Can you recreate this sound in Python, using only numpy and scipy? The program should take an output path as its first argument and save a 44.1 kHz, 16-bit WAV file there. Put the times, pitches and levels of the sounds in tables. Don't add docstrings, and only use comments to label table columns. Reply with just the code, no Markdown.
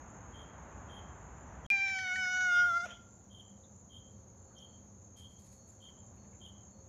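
import sys
import numpy as np
from scipy import signal
from scipy.fft import rfft, irfft
from scipy.io import wavfile
from scipy.ndimage import uniform_filter1d

SR = 44100
rng = np.random.default_rng(int(sys.argv[2]) if len(sys.argv) > 2 else 0)


def output_pcm(signal):
    pcm = np.clip(np.atleast_2d(signal).T, -1, 1) * 32767
    wavfile.write(sys.argv[1], SR, np.round(pcm).astype(np.int16))


N = 303408

# (start [s], end [s])
SILENCE_S = (1.6645, 1.7021)

# (frequency [Hz], gain [dB])
TOWN_1_COLOUR = [(15, -67), (25, -16.5), (40, -14), (60, 6.5), (141, -4), (198, -4), (372, -12), (570, -11),
                 (914, -9), (1640, -16.5), (3220, -35), (4410, -47), (5400, -53), (7020, -90),
                 (11900, -120)]
TOWN_2_COLOUR = [(15, -79), (25, -29), (86, 3.5), (162, -9.5), (194, -2.5), (290, -14), (545, -16.5),
                 (623, -17.5), (1000, -21.5), (2570, -41), (2880, -44.5), (4510, -44.5), (5400, -53),
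                 (7020, -77), (11900, -120)]
TOWN_1_RMS_DB, TOWN_2_RMS_DB = -50.5, -58
# (frequency [Hz], width [Hz], level [dB])
HUM_BANDS = [(104, 13, -68), (199.7, 6.9, -68.5), (534, 3, -75), (10200, 5.5, -106)]

# (frequency [Hz], width [Hz], level [dB], throb rate [1/s], throb depth [dB], throb phase zero [s])
CHORUS_BANDS = [(5890, 500, -83.5, 6.75, 2.5, 3.13), (6294, 300, -74, 5.5, 1, 4.4),
                (6650, 300, -71.5, 4.3, 2, 5), (6900, 200, -70, 3, -0.5, 3.1),
                (7160, 300, -75, 2.1, 3.5, 3.1)]
# (time [s], level [dB])
STEADY_LEVEL = [(0, -65.5), (1.66, -74), (3.2, -72.5), (4.8, -66.5), (5.7, -69), (6.88, -66)]
# (first peak [s], end [s])
HIGH_SPANS = [(.13, 1.5), (2.17, 7.6)]
HIGH_PERIOD_S, HIGH_WIDTH_S, HIGH_HZ = 0.322, 0.075, 7120
HIGH_NOISE_DB, HIGH_SCATTER_DB = -63, 2.5
# (start [s], length [s], level [dB])
TRILL_SPANS = [(4.095, 0.19, -91), (4.34, 0.5, -87.5), (5.168, 0.77, -85), (6.142, 0.18, -83.5),
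               (6.445, 0.05, -92), (6.665, 0.19, -83.5)]
TRILL_HZ, TRILL_FADE_S = 4390, 0.074

# (time [s], level [dB], wing strokes [count], pitch [Hz])
CHIRPS = [(0.321, -55, 10, 3183), (0.883, -53.5, 10, 3180), (1.645, -48, 2, 3215), (1.923, -49, 9, 3110),
          (2.535, -50.5, 10, 3183), (3.299, -54.5, 10, 3162), (3.893, -53.5, 9, 3166),
          (4.552, -53, 9, 3146), (5.159, -54.5, 10, 3170), (5.802, -53.5, 9, 3155), (6.401, -53, 9, 3145)]
# (multiple of the pitch [1], level against the tone [dB])
CHIRP_OVERTONES = [(3, -25.5), (4, -41)]
# (frequency [Hz], width [Hz], level against the stroke [dB])
SCRAPE_BANDS = [(3450, 480, -19), (10400, 2400, -34), (13000, 1500, -35.5)]
STROKE_S = 0.0116
FAR_WALL_S, FAR_WALL_DB = 0.115, -17

# (time [s], pitch [Hz], 2nd partial [dB], 3rd partial [dB], upper mouth resonance [dB])
MEOW = [(1.702, 792, -57, -32, -56), (1.708, 797.4, -48.5, -28, -59.5), (1.798, 782, -44.5, -34, -53.5),
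        (1.824, 790.5, -46.5, -31.5, -53), (2.026, 750.8, -40.5, -41.5, -51.5),
        (2.104, 734, -38.5, -37.5, -52), (2.172, 756, -38.5, -42, -52), (2.228, 739, -34.5, -38.5, -49.5),
        (2.268, 731.3, -36.5, -42, -49), (2.436, 735.7, -32, -43.5, -50), (2.502, 716.7, -29.5, -42, -51),
        (2.524, 709, -28, -49, -49), (2.606, 722, -24.5, -45, -51), (2.648, 704, -27, -56, -58.5),
        (2.664, 713.4, -29.5, -51.5, -55), (2.726, 683.3, -32.5, -55.5, -57),
        (2.778, 698.5, -30.5, -50, -57), (2.814, 699.3, -44, -52.5, -56), (2.826, 699.6, -35.5, -53, -59),
        (2.85, 730.5, -40.5, -57, -59), (2.866, 704, -45, -86, -73), (2.87, 710, -53, -75, -71)]
# (frequency [Hz], gain [dB])
THROAT_COLOUR = [(2740, -19.5), (2850, -4), (2940, -2), (3060, -1), (3150, -8), (3500, -2.5), (3700, -6.5),
                 (3790, -16), (3900, -1), (4000, -4)]
# (frequency [Hz], gain [dB])
MOUTH_COLOUR = [(7000, -3.5), (8000, -2.5), (9000, -13.5), (10000, -11), (11500, -13.5), (13000, -20.5),
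                (15000, -30)]
# (time [s], level [dB], rise [s], t60 [s])
PUFFS = [(2.848, -50, 0.0084, 0.13), (2.88, -59, 0.029, 0.27)]
# (frequency [Hz], width [Hz], level [dB])
PUFF_BANDS = [(650, 300, -3.5), (1940, 2900, -0.5), (3250, 860, -12), (6240, 1600, -6),
              (10200, 4220, -24.5)]
UPPER_MOUTH_HZ, UPPER_WIDTH_HZ = 5700, 470
FUNDAMENTAL_DB, CLOSING_DB, CLOSING_S = -50.5, 7, 0.03
TOP_DB, TOP_FOLLOWS = -60, 0.43
VOICE_ATTACK_S, VOICE_STOP_S = 0.018, 0.0069
ONSET_DB, ONSET_DECAY_S = 13.5, 0.0092
TIRES_S, TIRED_FLUTTER_DB = 2.66, 2.5
SLACK_S, SLACK_HZ_PER_S = 2.856, 7000

# (time [s], ring level [dB], throat pitch [Hz], crack level [dB])
CLICKS = [(1.7113, -45, 1810, -37), (1.8791, -40.5, 1940, -39.5), (1.895, -38, 1860, -42),
          (1.9876, -34, 1860, -36.5), (2.0318, -44, 1790, -58), (2.0742, -40, 1850, -53),
          (2.158, -27.5, 1840, -39.5), (2.254, -37.5, 1790, -56), (2.298, -50, 1730, -57.5),
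          (2.3276, -44.5, 1790, -51), (2.3707, -41.5, 1797, -47), (2.4069, -39.5, 1720, -39),
          (2.4463, -42.5, 1800, -56)]
CLICK_RING_DECAY_S, CLICK_CRACK_DECAY_S, CLICK_RISE_S = 0.004, 0.0065, 0.00064

# (time [s], level [dB], frequency [Hz], width [Hz], rise [s], t60 [s])
SMALL_SOUNDS = [(2.897, -51, 3230, 448, 0.013, 0.28), (3.636, -69, 3680, 600, 0.0025, 0.15),
                (4.12, -84, 11000, 3990, .003, 0.04), (4.499, -63.5, 1100, 900, 0.019, .2),
                (4.584, -56.5, 5840, 1200, 0.0011, 0.038), (5.884, -71, 2000, 900, 0.0036, 0.092),
                (5.886, -78, 4900, 900, .003, .05), (6.166, -77, 2300, 1310, 0.0075, 0.18),
                (6.159, -80, 10000, 6000, 0.0022, .03), (6.235, -74.5, 2100, 1300, 0.012, 0.16),
                (6.325, -72.5, 2060, 1287, 0.0068, 0.26)]
# (time [s], level [dB], rise [s], t60 [s])
RUSTLES = [(5.16, -70.5, .016, 0.43), (5.29, -81, .035, .25), (5.38, -76.5, .02, .5),
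           (5.43, -79, 0.026, .5), (5.505, -73, .02, 0.24), (5.66, -78.5, .045, .3), (5.8, -83.5, .025, .4)]
# (frequency [Hz], width [Hz], level [dB])
RUSTLE_BANDS = [(2180, 1300, -7.5), (4700, 2500, -4), (7890, 4100, -1), (10790, 2400, -3.5),
                (13400, 2000, -11.5)]

HISS_DB, TOP_HZ = -87, 15700


def undb(db):
    return 10 ** (np.asarray(db) / 20)


def level(x, db):
    return x * undb(db) / np.sqrt(np.mean(x ** 2))


def curve(rows):
    s, *columns = np.transpose(rows)
    return [np.interp(np.arange(N) / SR, s, c, -150, -150) for c in columns]


def colour_db(hz, rows):
    return np.interp(hz, *np.transpose(rows))


def band(x, hz, width_hz):
    f = np.arange(N // 2 + 1) * SR / N
    return irfft(rfft(x) / (1 + ((f - hz) * 2 / width_hz) ** 4), N)


def hiss(bands):
    return sum(level(band(rng.standard_normal(N), hz, w), db) for hz, w, db in bands)


def walk(rate):
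    k = int(SR / rate)
    steps = np.repeat(rng.standard_normal(N // k + 1), k)
    return 1.3 * uniform_filter1d(uniform_filter1d(steps, k), k)[:N]


def bursts(rows):
    t = np.arange(N) / SR
    return sum(undb(db) * np.clip((t - s) / rise, 0, 1)
               * np.exp(-np.log(1000) * np.maximum(t - s - rise, 0) / t60)
               for s, db, rise, t60 in rows)


def add(out, s, sound):
    i = int(s * SR)
    out[i:i + len(sound)] += sound[:N - i]


def echo(x, t60, wet_db, delay_s):
    t = np.arange(SR) / SR
    cloud = rng.standard_normal(SR) * np.exp(-np.log(1000) * t / t60) * (t > delay_s)
    cloud = cloud / np.sqrt(np.sum(cloud ** 2))
    return x + signal.fftconvolve(x, cloud)[:N] * undb(wet_db)


def town(colour, rms_db):
    f = np.arange(N // 2 + 1) * SR / N
    hz, gain_db = np.transpose(colour)
    gain = undb(np.interp(np.log(f + 1), np.log(hz), gain_db))
    noise = irfft(rfft(rng.standard_normal(N)) * gain, N)
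    low = band(noise, 0, 600)
    swelling = low * undb(1.2 * walk(4.3)) + (noise - low) * undb(0.93 * walk(1.9))
    return level(swelling, rms_db)


def chorus():
    t, out = np.arange(N) / SR, np.zeros(N)
    for hz, width_hz, db, rate, depth_db, peak_s in CHORUS_BANDS:
        throb = np.cos(2 * np.pi * rate * (t - peak_s) + 0.3 * walk(0.84)) + 0.5 * walk(rate)
        out += undb(depth_db * throb + 0.4 * walk(60)) * hiss([(hz, width_hz, db)])
    steady = undb(curve(STEADY_LEVEL)[0] + 0.82 * walk(30))
    return out + steady * hiss([(6496, 170, 0)])


def high_cricket():
    t, half_s, calls = np.arange(N) / SR, HIGH_PERIOD_S / 2, np.zeros(N)
    for first_s, end_s in HIGH_SPANS:
        from_peak_s = (t - first_s + half_s) % HIGH_PERIOD_S - half_s
        active = (t > first_s - half_s) * (t < end_s)
        calls += np.exp(-(from_peak_s / HIGH_WIDTH_S) ** 2) * active
    calls = calls * (1 + 0.13 * np.sin(2 * np.pi * 32 * t)) * undb(HIGH_SCATTER_DB * walk(3))
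    return calls * hiss([(0, 240, HIGH_NOISE_DB)]) * np.sin(2 * np.pi * HIGH_HZ * t)


def far_trill():
    t = np.arange(N) / SR
    envelope = sum(undb(db) * np.clip(np.minimum(t - s, s + length_s - t) / TRILL_FADE_S, 0, 1)
                   for s, length_s, db in TRILL_SPANS)
    phase = 2 * np.pi * np.cumsum(TRILL_HZ + 8 * walk(40)) / SR
    flutter = undb(2 * walk(70) + 2.5 * walk(12))
    return np.sqrt(2) * envelope * flutter * np.sin(phase)


def chirper():
    tone, overtones, beat = np.zeros(N), np.zeros(N), np.zeros(N)
    t = np.arange(int(STROKE_S * SR)) / SR
    for s, db, strokes, hz in CHIRPS:
        scatter = rng.standard_normal((12, 3))[:round(strokes)]
        for k, (tune, size, late) in enumerate(scatter):
            ratio = 1.03 - 0.061 * t / STROKE_S + 0.0092 * tune + 0.01 * np.exp(-k / 0.69)
            phase = 2 * np.pi * np.cumsum(hz * ratio) / SR
            stroke = undb(db - 14 * np.exp(-k) + 1.9 * size) * np.sin(np.pi * t / STROKE_S)
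            start_s = s + k * STROKE_S + 0.001 * late * (k > 0)
            add(tone, start_s, stroke * np.sin(phase))
            add(overtones, start_s, stroke * sum(undb(g) * np.sin(m * phase) for m, g in CHIRP_OVERTONES))
            add(beat, start_s, stroke)
    add(tone, FAR_WALL_S, undb(FAR_WALL_DB) * tone)
    smeared = echo(echo(tone, 0.08, -4.5, 0.002), 0.35, -10, 0.04)
    return smeared + echo(overtones + beat * hiss(SCRAPE_BANDS), 0.15, -6.5, 0.004)


def cat():
    t = np.arange(N) / SR
    start_s, end_s = MEOW[0][0], MEOW[-1][0]
    hz, second_db, third_db, mid_db = curve(MEOW)
    hz = np.maximum(hz - SLACK_HZ_PER_S * np.maximum(t - SLACK_S, 0), 0)
    hz = hz * (1 + 0.003 * walk(70) + 0.002 * walk(20))
    phase = 2 * np.pi * np.cumsum(hz) / SR

    onset_db = ONSET_DB * np.exp(-np.maximum(t - start_s, 0) / ONSET_DECAY_S)
    top_db = TOP_DB + TOP_FOLLOWS * second_db + onset_db
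    tired_db = TIRED_FLUTTER_DB * np.clip((t - TIRES_S) / 0.035, 0, 1) * walk(60)
    second_db = second_db + tired_db
    third_db = third_db + 0.4 * onset_db + tired_db
    mid_db = mid_db + tired_db

    attack = np.clip((t - start_s) / VOICE_ATTACK_S, 0, 1)
    closing_db = CLOSING_DB * np.exp((t - end_s).clip(None, 0) / CLOSING_S)
    voice = attack * undb(FUNDAMENTAL_DB + closing_db + 1.2 * walk(14)) * np.sin(phase)
    voice += undb(second_db + 0.37 * walk(30)) * np.sin(2 * phase)
    voice += undb(third_db + 0.8 * walk(30)) * np.sin(3 * phase)
    for k in range(4, 6):
        db = mid_db + colour_db(k * hz, THROAT_COLOUR) + 2.5 * walk(24.98)
        voice += undb(db) * np.sin(k * phase)
    for k in range(6, 10):
        resonance_db = -10 * np.log10(1 + ((k * hz - UPPER_MOUTH_HZ) / UPPER_WIDTH_HZ) ** 2)
        db = mid_db + resonance_db - 1.5 + 3.5 * walk(22)
        voice += undb(db) * np.sin(k * phase + 2 * np.pi * rng.random())
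    for k in range(10, 20):
        db = top_db + colour_db(k * hz, MOUTH_COLOUR) + 5 * walk(16) + 2.5 * walk(120)
        voice += undb(db) * np.sin(k * phase + 0.7 * walk(150))

    breath = undb(mid_db) * hiss([(5160, 5600, -20.5)])
    breath += undb(third_db) * hiss([(1850, 530, -25)])
    breath += undb(top_db) * hiss([(10500, 3500, -10.5)])
    sounding = np.clip((end_s - t) / VOICE_STOP_S, 0, 1) * (t > start_s)
    puff = bursts(PUFFS) * undb(2.1 * walk(150)) * hiss(PUFF_BANDS)
    return echo((np.sqrt(2) * voice + breath) * sounding + puff, 0.65, -16, 0.015)


def gecko():
    out, t = np.zeros(N), np.arange(SR // 20) / SR
    crack_filter = signal.butter(4, (1700, 6200), "band", fs=SR, output="sos")
    for s, ring_db, hz, crack_db in CLICKS:
        ring = undb(ring_db) * np.sin(2 * np.pi * hz * t) * np.exp(-t / CLICK_RING_DECAY_S)
        crack = undb(crack_db) * rng.standard_normal(len(t)) * np.exp(-t / CLICK_CRACK_DECAY_S)
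        crack = signal.sosfilt(crack_filter, crack)
        add(out, s, (ring + crack) * (1 - np.exp(-t / CLICK_RISE_S)))
    return echo(out, 0.25, -9, 0.005)


def small_sounds():
    return sum(bursts([(s, db, rise, t60)]) * hiss([(hz, width_hz, 0)])
               for s, db, hz, width_hz, rise, t60 in SMALL_SOUNDS)


def rustle():
    return bursts(RUSTLES) * undb(2.4 * walk(200)) * hiss(RUSTLE_BANDS)


def scene():
    first_shot = np.arange(N) / SR < SILENCE_S[1]
    floor = np.where(first_shot, town(TOWN_1_COLOUR, TOWN_1_RMS_DB),
                     town(TOWN_2_COLOUR, TOWN_2_RMS_DB) + hiss(HUM_BANDS))
    insects = chorus() + high_cricket() + far_trill() + chirper()
    return (floor + insects + cat() + gecko() + small_sounds() + rustle())[None]


def record(dry):
    t = np.arange(N) / SR
    mic = dry + hiss([(4720, 5500, HISS_DB), (11600, 9400, HISS_DB - 5.5)])
    mic = signal.sosfilt(signal.butter(3, 36, "high", fs=SR, output="sos"), mic)
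    mic = mic * ((t < SILENCE_S[0]) | (t > SILENCE_S[1]))
    return signal.sosfilt(signal.ellip(8, 0.2, 70, TOP_HZ, fs=SR, output="sos"), mic)


dry = scene()
out = record(dry)
output_pcm(out)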